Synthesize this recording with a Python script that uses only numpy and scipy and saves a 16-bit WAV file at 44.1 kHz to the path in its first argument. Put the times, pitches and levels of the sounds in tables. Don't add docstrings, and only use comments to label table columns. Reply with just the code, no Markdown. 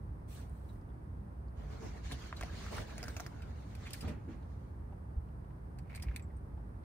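import sys
import numpy as np
from scipy import signal
from scipy.fft import rfft, irfft
from scipy.io import wavfile
from scipy.ndimage import uniform_filter1d

SR = 44100
rng = np.random.default_rng(int(sys.argv[2]) if len(sys.argv) > 2 else 0)


def to_wav(s):
    ch = np.atleast_2d(s).T
    pcm = np.round(np.clip(ch, -1, 1) * 32767)
    wavfile.write(sys.argv[1], SR, pcm.astype(np.int16))


N = 301644
TIME_S = np.arange(N) / SR
EVENT_S = TIME_S[:8192]
BAND_LIMIT_HZ = 15700

# f/Hz, relative density/dB
RUMBLE_SPECTRUM = [(15, -46), (28, -41.5), (42, -7.5), (62, 1), (80, -2), (120, -7.5), (200, -14.5),
                   (300, -21), (480, -26), (950, -29), (1800, -40.5), (3500, -62.5), (8000, -83)]
HISS_SPECTRUM = [(1500, 1), (3000, 3), (5000, 5.5), (7200, -1), (9200, 10.5), (11000, -1), (13500, 5.5),
                 (15500, -3)]
DRAG_SPECTRUM = [(120, 6.5), (250, 4), (420, 3), (750, 3), (1100, -5.5), (2000, -34)]
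RUB_SPECTRUM = [(600, -13), (1100, 1.5), (1600, 1), (2300, -1), (3200, -25), (5000, -64)]
SWISH_SPECTRUM = [(1500, -14), (2800, -1), (3600, -2), (4250, -0.5), (5000, -5), (6700, -5), (7800, -12.5),
                  (11000, -27)]
CRACKLE_SPECTRUM = [(5000, -43), (8000, 12.5), (10000, 8.5), (13300, 6), (15500, 6.5)]
CRUSH_SPECTRUM = [(70, -25), (140, 15), (330, 4.5), (600, -4), (1100, -8), (2500, -14.5), (5000, -41)]
SPLINTER_SPECTRUM = [(1500, -28), (3200, 6), (5000, 10.5), (7000, 4), (8300, 7), (9500, 6), (11000, 4),
                     (13500, 13.5), (15500, -3)]
CLAW_SPECTRUM = [(1500, -22), (3300, -8), (5000, 9.5), (6500, 7), (8000, -2), (10000, -0.5), (13000, 2),
                 (15500, -1)]
RASP_SPECTRUM = [(900, -7), (1700, -9.5), (2180, 0.5), (2600, -7), (3200, -21), (4500, -20), (7000, -30)]

# f/Hz, width/Hz, level/dB
FLOOR_MODES = [(147.7, 24, 3.5), (210, 35, 4.5), (260, 10.3, 4.5), (319.8, 10.4, 2), (442.7, 17.5, -1),
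               (600, 11, -5)]
SHELF_MODES = [(275, 100, 6.5), (496, 54, 5.5), (710, 130, 12.5), (860, 160, 4.5), (1100, 190, 7.5),
               (1340, 280, 7.5), (1530, 120, 0), (2100, 80, -14)]

# f/Hz, correlation (capped at 1)
RUMBLE_CORRELATION = [(60, 1.15), (130, 0.89), (290, 0.82), (640, -0.33), (1350, -0.37), (3000, -0.3),
                      (15000, 0.19)]
# t/s, length/s, swish/dB, weight/dB re swish, crackle/dB re swish
HAY_STROKES = [(0.272, 0.11, -68, -15, 4), (0.351, 0.099, -67.5, 3, 1), (0.43, 0.42, -84, -9, 7),
               (1.546, 0.27, -73, 16, -11), (1.668, 0.44, -68, 11.5, -12.5), (1.807, 0.069, -73.5, 23, 1),
               (2.019, 0.36, -59, -2, -13), (2.1, 0.031, -57, 7, -5), (2.325, 0.47, -63.5, 7, -11),
               (2.543, 0.39, -58, -3, -10.5), (2.701, 0.14, -59.5, 12.5, -1), (2.843, 0.37, -64.5, 8, -8),
               (3.03, 0.12, -69, 11, 4), (3.117, 0.2, -68, 9.5, -2), (3.256, 0.33, -72, 14.5, -10),
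               (3.505, 0.55, -72, 8.5, -8), (3.743, 0.34, -75, -1, -8), (3.803, 0.16, -64, -1, -20),
               (3.926, 0.082, -66, 1, 1), (4, 0.12, -62.5, 10, -23), (4.282, 0.059, -71, -4, -24),
               (4.123, 0.69, -82.5, 11, -15)]
# t/s, f/Hz, level/dB, t60/s
STRAW_TICKS = [(.496, 8700, -68, 0.018), (0.691, 3840, -69, 0.06), (4.923, 860, -57, 0.067),
               (5.505, 1010, -63, 0.038), (6.033, 1900, -59, 0.038), (6.036, 890, -58.5, .03),
               (6.112, 1380, -56, 0.022), (6.223, 7720, -63.5, 0.082), (6.302, 1920, -69, 0.068),
               (6.365, 8700, -71, 0.049), (6.575, 860, -60, 0.1)]
# t/s, length/s, level/dB, first f/Hz, last f/Hz
STALK_PULLS = [(1.786, 0.13, -64, 5800, 6000), (2.548, 0.11, -62, 3900, 4300),
               (2.713, 0.13, -65, 4800, 5600)]
SHELF_SLIPS = [(2.49, 0.017, -53.5, 1540, 1600), (2.59, 0.13, -59.5, 1150, 1300),
               (2.74, 0.49, -65, 1700, 1600), (3.026, 0.062, -56, 1490, 1600),
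               (3.3, 0.18, -66.5, 1510, 1440)]
# t/s, crush/dB, t60/s, boom/dB, spot f/Hz
PAW_LANDINGS = [(1.822, -52, 0.37, -48, 215), (2.113, -47, 0.1, -50, 268), (4.026, -48, .3, -43, 210),
                (4.045, -45.5, 0.25, -54, 300), (4.074, -43.5, 0.4, -50, 600),
                (4.092, -46.5, 0.44, -43.5, 264), (4.277, -48.5, 0.67, -42, 328)]
# t/s, f/Hz, level/dB, length/s
BODY_THUDS = [(2.041, 67, -34.5, 0.053), (2.411, 64.6, -36, 0.044), (4.036, 85, -33.5, 0.056),
              (4.074, 81, -40, 0.062), (5.158, 60.5, -27.5, 0.043), (6.049, 57.4, -30.5, 0.09),
              (6.522, 65, -34.5, 0.041)]
# t/s, rise/s, t60/s, stalk f/Hz, snap/dB, splinter/dB
STALK_SNAPS = [(2.113, 0.001, 0.031, 1920, -47, -61), (2.118, 0.003, 0.06, 3580, -47.5, -51.5),
               (2.363, 0.0045, 0.057, 4120, -54, -61), (3.419, 0.002, 0.053, 2480, -59, -64),
               (3.751, 0.001, 0.011, 2590, -56.5, -56), (3.849, 0.025, 0.045, 2000, -50.5, -63.5),
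               (3.906, 0.00098, 0.015, 2890, -54, -51), (3.9321, 0.0015, 0.021, 2880, -52, -40.5),
               (3.94, 0.00087, 0.047, 1990, -50, -54), (4.005, 0.0037, 0.099, 2730, -56.5, -51),
               (4.075, 0.006, 0.11, 2450, -52.5, -61), (5.786, 0.001, 0.025, 1960, -61.5, -60.5),
               (5.897, 0.0037, 0.047, 2050, -63, -85), (5.9486, 0.0013, 0.016, 2100, -55, -54),
               (5.957, 0.0014, 0.036, 2270, -58, -50.5), (5.998, 0.0015, 0.015, 2400, -56, -65),
               (6.022, 0.0025, 0.044, 1900, -57, -48), (6.0853, 0.00042, 0.0058, 2050, -50.5, -83),
               (6.1615, 0.0004, 0.0086, 2300, -41, -41.5), (6.194, 0.0023, 0.021, 2260, -59, -67)]
# t/s, knock/dB, wood f/Hz, wood/dB, claw f/Hz, claw/dB, slip t60/s
CLAW_TAPS = [(2.3274, -48, 1160, -38.5, 3000, -72, 0.0092), (2.4104, -43, 2870, -50, 8800, -47, 0.021),
             (2.4128, -45, 1040, -48, 3600, -54, .014), (2.4267, -45, 1870, -40.5, 5500, -58, 0.017),
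             (2.4338, -41, 1880, -42.5, 3200, -49.5, 0.009), (2.665, -64, 1370, -45.5, 3300, -60, 0.018),
             (2.7822, -41, 1280, -58, 5000, -56, 0.0074), (2.7843, -44, 785, -47, 4300, -62, 0.028),
             (2.9807, -48.5, 1670, -48, 8850, -47, 0.01), (3.0293, -45, 2220, -48.5, 4930, -42, 0.0074),
             (3.039, -51, 1700, -49, 5000, -45, 0.0099), (3.082, -42, 1720, -54, 5000, -46.5, 0.022),
             (3.1662, -44, 2300, -44.5, 6640, -45.5, 0.039), (3.1987, -39.5, 1840, -49, 6440, -47, 0.01),
             (3.203, -44.5, 1630, -52, 6530, -43, 0.011), (3.264, -49.5, 1570, -46.5, 5000, -49, 0.017)]
# t/s, length/s, level/dB
FLOOR_SCRAPES = [(5.84, .12, -71.5), (5.887, 0.12, -57), (6.013, 0.22, -62.5)]
# f/Hz, gain/dB
MIC_RESPONSE = [(10600, 0), (11200, -5), (11750, -15), (12300, -5), (12700, 0)]


def amp(db):
    return 10 ** (np.asarray(db) / 20)


def unit_rms(x):
    return x / np.sqrt(np.mean(x ** 2) + 1e-20)


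def unit_peak(x):
    power = np.mean(np.atleast_2d(x) ** 2, 0)
    return x / np.sqrt(uniform_filter1d(power, size=176).max() + 1e-20)


def curve(points, n=N):
    hz, value = np.transpose(points)
    return np.interp(np.log(np.fft.rfftfreq(n, 1 / SR) + 1), np.log(hz), value)


def coloured(x, spectrum):
    n = x.shape[-1]
    return unit_rms(irfft(rfft(x) * amp(curve(spectrum, n)), n))


def add(mix, t_s, sound):
    part = mix[:, round(t_s * SR):][:, :sound.shape[-1]]
    part += sound[..., :part.shape[1]]


def decay(t60_s):
    return amp(-60 * EVENT_S / t60_s)


def ring(x, hz, width_hz):
    return signal.lfilter(*signal.iirpeak(hz, max(hz / width_hz, .6), fs=SR), x)


def stereo(x, lag_samples):
    x = np.pad(x, (0, 16))
    return np.array([x, np.roll(x, int(lag_samples))])


def background(rumble_db=-45, hiss_db=-81):
    a, b = rfft(rng.standard_normal((2, N)))
    correlation = np.clip(curve(RUMBLE_CORRELATION), -1, 1)
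    pair = irfft(np.array([a, correlation * a + np.sqrt(1 - correlation ** 2) * b]), N)
    rumble = amp(rumble_db) * coloured(pair, RUMBLE_SPECTRUM) * amp([[-.7], [.7]])
    return rumble + amp(hiss_db) * coloured(rng.standard_normal((2, N)), HISS_SPECTRUM)


def stroke(t_s, length_s, rise_share=.097, fall_share=.38, settle_s=.014):
    progress = (TIME_S - t_s) / length_s
    push = np.clip(np.minimum(progress / rise_share, (1 - progress) / fall_share), 0, 1)
    pole = np.exp(-1 / (settle_s * SR))
    return np.sqrt(signal.lfilter([1 - pole], [1, -pole], push ** 2 + 1e-20))


def board(force, modes, spot_db):
    gains = amp(spot_db * rng.standard_normal(len(modes)))
    return sum(gain * amp(db) * ring(ring(force, hz, width_hz), hz, .53 * hz)
               for gain, (hz, width_hz, db) in zip(gains, modes))


def grains(spectrum, per_s, spread_db, scatter_cycles, decay_cycles=3):
    step = np.arange(384)
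    out = np.zeros((2, N + len(step)))
    draws = rng.random((int(per_s * N / SR), 5))
    when, pitch, size, phase, side = draws.T[:, :, None].astype(np.float32)
    low_hz, high_hz = spectrum[0][0], spectrum[-1][0]
    hz = low_hz + (high_hz - low_hz) * pitch
    cycles = (hz * step / SR).astype(np.float32)
    level_db = spread_db * np.minimum(-np.log(1 - size + 1e-9), 4)
    envelope = amp(level_db) * np.exp(-cycles / decay_cycles)
    index = ((when * N).astype(int) + step).ravel()
    for channel, sign in enumerate((1, -1)):
        wave = envelope * np.sin(2 * np.pi * (cycles + phase + sign * scatter_cycles * (side - .5)))
        out[channel] = np.bincount(index, wave.ravel(), out.shape[1])
    return coloured(out[:, :N], spectrum)


def rustle(spectrum, correlation, grain_share=.18, **contacts):
    a, b = rng.standard_normal((2, N))
    pair = np.array([a, correlation * a + np.sqrt(1 - correlation ** 2) * b])
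    blur = coloured(pair, spectrum)
    return np.sqrt(1 - grain_share) * blur + np.sqrt(grain_share) * grains(spectrum, **contacts)


def patchy_colour(x, depth_db):
    spectrogram = signal.stft(x, nperseg=512)[2]
    patches = uniform_filter1d(rng.standard_normal(spectrogram.shape[1:]), size=4, axis=0)
    patches = unit_rms(uniform_filter1d(patches, size=5, axis=1))
    gain = unit_rms(amp(depth_db * np.clip(patches, -3, 1.5)))
    return signal.istft(spectrogram * gain, nperseg=512)[1][:, :N]


def hay(clump_db=1.5, floor_db=-6, rub_weight_share=.3):
    flutter = coloured(rng.standard_normal(N), [(12, 59), (60, -26), (200, -42), (900, -94)])
    friction = coloured(rng.standard_normal((2, N)), DRAG_SPECTRUM)
    drag = amp(.5) * friction + amp(floor_db) * unit_rms(board(friction[0], FLOOR_MODES, spot_db=7))
    rub = rustle(RUB_SPECTRUM, correlation=.35, per_s=560, spread_db=0, scatter_cycles=.3)
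    swish = rustle(SWISH_SPECTRUM, correlation=-.073, per_s=1700, spread_db=1, scatter_cycles=.7)
    crackle = rustle(CRACKLE_SPECTRUM, correlation=.3, per_s=580, spread_db=7, scatter_cycles=.67)
    layers = [drag, amp(1) * rub, amp(1.5) * swish, amp(-.5) * crackle]
    powers = np.zeros((len(layers), N))
    for t_s, length_s, swish_db, weight_db, crackle_db in HAY_STROKES:
        gains = amp(swish_db + np.array([weight_db, rub_weight_share * weight_db, 0, crackle_db]))
        powers += np.outer(gains ** 2, stroke(t_s, length_s) ** 2)
    mix = sum(layer * np.sqrt(power) for layer, power in zip(layers, powers))
    return patchy_colour(amp(clump_db * flutter) * mix, depth_db=3.2)


def nibbles(count=24, low_hz=1500, high_hz=5000, mean_db=-77, scatter_db=4, t60_s=.014):
    return [(when * N / SR, low_hz * (high_hz / low_hz) ** pitch,
             mean_db + scatter_db * (2 * size - 1), t60_s)
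            for when, pitch, size in rng.random((count, 3))]


def ticks(scratch_db=-9):
    out = np.zeros((2, N))
    for t_s, hz, db, t60_s in STRAW_TICKS + nibbles():
        contact = rng.standard_normal(len(EVENT_S)) * decay(t60_s)
        contact[0] += 1
        ringing = unit_peak(ring(ring(contact, hz, 12 / t60_s), hz, hz / 3))
        scratch = unit_peak(ring(ring(contact, hz, hz), hz, hz))
        tick = amp(db) * unit_peak(ringing + amp(scratch_db) * scratch)
        add(out, t_s, stereo(tick, lag_samples=rng.uniform(0, 2.9)))
    return out


def hutch_reflections(x, t60_s=.063, echoes_per_s=3000, gap_s=.002):
    shape = (2, len(EVENT_S))
    echoes = rng.standard_normal(shape) * (rng.random(shape) < echoes_per_s / SR)
    echoes *= decay(t60_s) * (EVENT_S > gap_s)
    echoes /= np.linalg.norm(echoes, axis=1, keepdims=True)
    return signal.oaconvolve(x, echoes, axes=1)[:, :N]


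def slide(t_s, length_s, db, first_hz, last_hz, width_hz, slips_per_s):
    hz = np.interp(TIME_S, [t_s, t_s + length_s], [first_hz, last_hz])
    carrier = np.exp(2j * np.pi * np.cumsum(hz) / SR)
    slips = rng.standard_normal(N) * (rng.random(N) < slips_per_s / SR)
    baseband = signal.lfilter(*signal.butter(2, width_hz / 2, fs=SR), slips / carrier)
    return amp(db) * stroke(t_s, length_s) * unit_rms((carrier * baseband).real)


def stalk_pulls():
    return np.array([sum(slide(*row, width_hz=1600, slips_per_s=4000) for row in STALK_PULLS)
                     for channel in range(2)])


def thuds(paw_t60_s=.0033, scuff_gain=.023, scuff_t60_s=.23, crush_rise_s=.0053):
    out = np.zeros((2, N))
    for t_s, hz, db, length_s in BODY_THUDS:
        swing = np.sin(np.pi * np.minimum(EVENT_S / length_s, 1)) ** 2
        add(out, t_s, amp(db) * swing * np.sin(2 * np.pi * hz * EVENT_S) * amp([[-.5], [.5]]))
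    for t_s, crush_db, t60_s, boom_db, spot_hz in PAW_LANDINGS:
        noise = rng.standard_normal((3, len(EVENT_S)))
        sides, centre = noise[:2], noise[2]
        envelope = decay(t60_s) * (1 - np.exp(-EVENT_S / crush_rise_s))
        crush = unit_peak(coloured(sides + centre, CRUSH_SPECTRUM) * envelope)
        force = decay(paw_t60_s) + scuff_gain * centre * decay(scuff_t60_s)
        boom = unit_peak(board(ring(force, spot_hz, width_hz=110), FLOOR_MODES, spot_db=.9))
        add(out, t_s, (amp(crush_db) * crush + amp(boom_db) * boom) * amp([[-1], [1]]))
    return out


def fractures(spectrum, diffuse_gain):
    noise, size, left, right = rng.standard_normal((4, len(EVENT_S)))
    direct = stereo(noise * abs(size) ** 1.1, lag_samples=5)[:, :len(EVENT_S)]
    return coloured(direct + diffuse_gain * np.array([left, right]), spectrum)


def stalk_snaps(fibre_gain=.77):
    out = np.zeros((2, N))
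    for t_s, rise_s, t60_s, stalk_hz, snap_db, splinter_db in STALK_SNAPS:
        build = np.minimum(EVENT_S / rise_s, 1) ** .93
        force = build * amp(-60 * np.maximum(EVENT_S - rise_s, 0) / t60_s)
        breaks = force * rng.standard_normal(len(EVENT_S))
        snap = unit_peak(ring(ring(breaks, stalk_hz, width_hz=750), stalk_hz, width_hz=2200))
        add(out, t_s, amp(snap_db) * stereo(snap, lag_samples=4))
        crackle = force * fractures(SPLINTER_SPECTRUM, diffuse_gain=.75)
        fibre_hz = rng.uniform([4200, 7700, 8900], [5300, 8700, 10400])
        fibres = unit_peak(sum(ring(crackle, hz, width_hz=590) for hz in fibre_hz))
        add(out, t_s, amp(splinter_db) * unit_peak(unit_peak(crackle) + fibre_gain * fibres))
    return out


def claw_taps(slip_gain=.043, claw_ring_gain=.5, bite_s=.00046):
    out = np.zeros((2, N))
    for t_s, knock_db, wood_hz, wood_db, claw_hz, claw_db, t60_s in CLAW_TAPS:
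        contact = slip_gain * rng.standard_normal(len(EVENT_S)) * decay(t60_s)
        contact[1] += 1
        knock = unit_peak(board(contact, SHELF_MODES, spot_db=2.2))
        wood = unit_peak(ring(ring(contact, wood_hz, width_hz=650), wood_hz, width_hz=1200))
        add(out, t_s, stereo(amp(knock_db) * knock + amp(wood_db) * wood, lag_samples=4))
        envelope = (decay(t60_s) + 2.2 * decay(.0027)) * (1 - np.exp(-EVENT_S / bite_s))
        tick = fractures(CLAW_SPECTRUM, diffuse_gain=1) * envelope
        ringing = unit_peak(ring(tick, claw_hz, width_hz=900))
        add(out, t_s, amp(claw_db) * unit_peak(unit_peak(tick) + claw_ring_gain * ringing))
    return out


def shelf_slips():
    scrape = sum(slide(*row, width_hz=220, slips_per_s=700) for row in SHELF_SLIPS)
    return stereo(scrape, lag_samples=3)[:, :N]


def floor_scrapes(jerks_per_s=400, jerk_s=.0036, steady_grip=.45):
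    power = sum((amp(db) * stroke(t_s, length_s)) ** 2 for t_s, length_s, db in FLOOR_SCRAPES)
    jerks = rng.uniform(.24, 1, N) * (rng.random(N) < jerks_per_s / SR)
    grip = unit_rms(steady_grip + signal.lfilter([1], [1, -np.exp(-1 / (jerk_s * SR))], jerks))
    rasp = rustle(RASP_SPECTRUM, correlation=.26, per_s=1000, spread_db=-1, scatter_cycles=.4)
    return patchy_colour(np.sqrt(power) * grip * rasp, depth_db=.5)


def scene():
    taps = claw_taps()
    straw = stalk_snaps() + ticks()
    rabbits = hay() + stalk_pulls() + floor_scrapes() + shelf_slips() + taps + straw
    rabbits += hutch_reflections(amp(-6) * taps + amp(-4) * straw)
    return background() + rabbits * amp([[-.3], [.3]]) + thuds()


def record(dry):
    dipped = irfft(rfft(dry) * amp(curve(MIC_RESPONSE)), N)
    lowpass = signal.firwin(401, BAND_LIMIT_HZ, window=("kaiser", 8), fs=SR)
    return signal.oaconvolve(dipped, lowpass[None], "same")


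dry = scene()
out = record(dry)
to_wav(out)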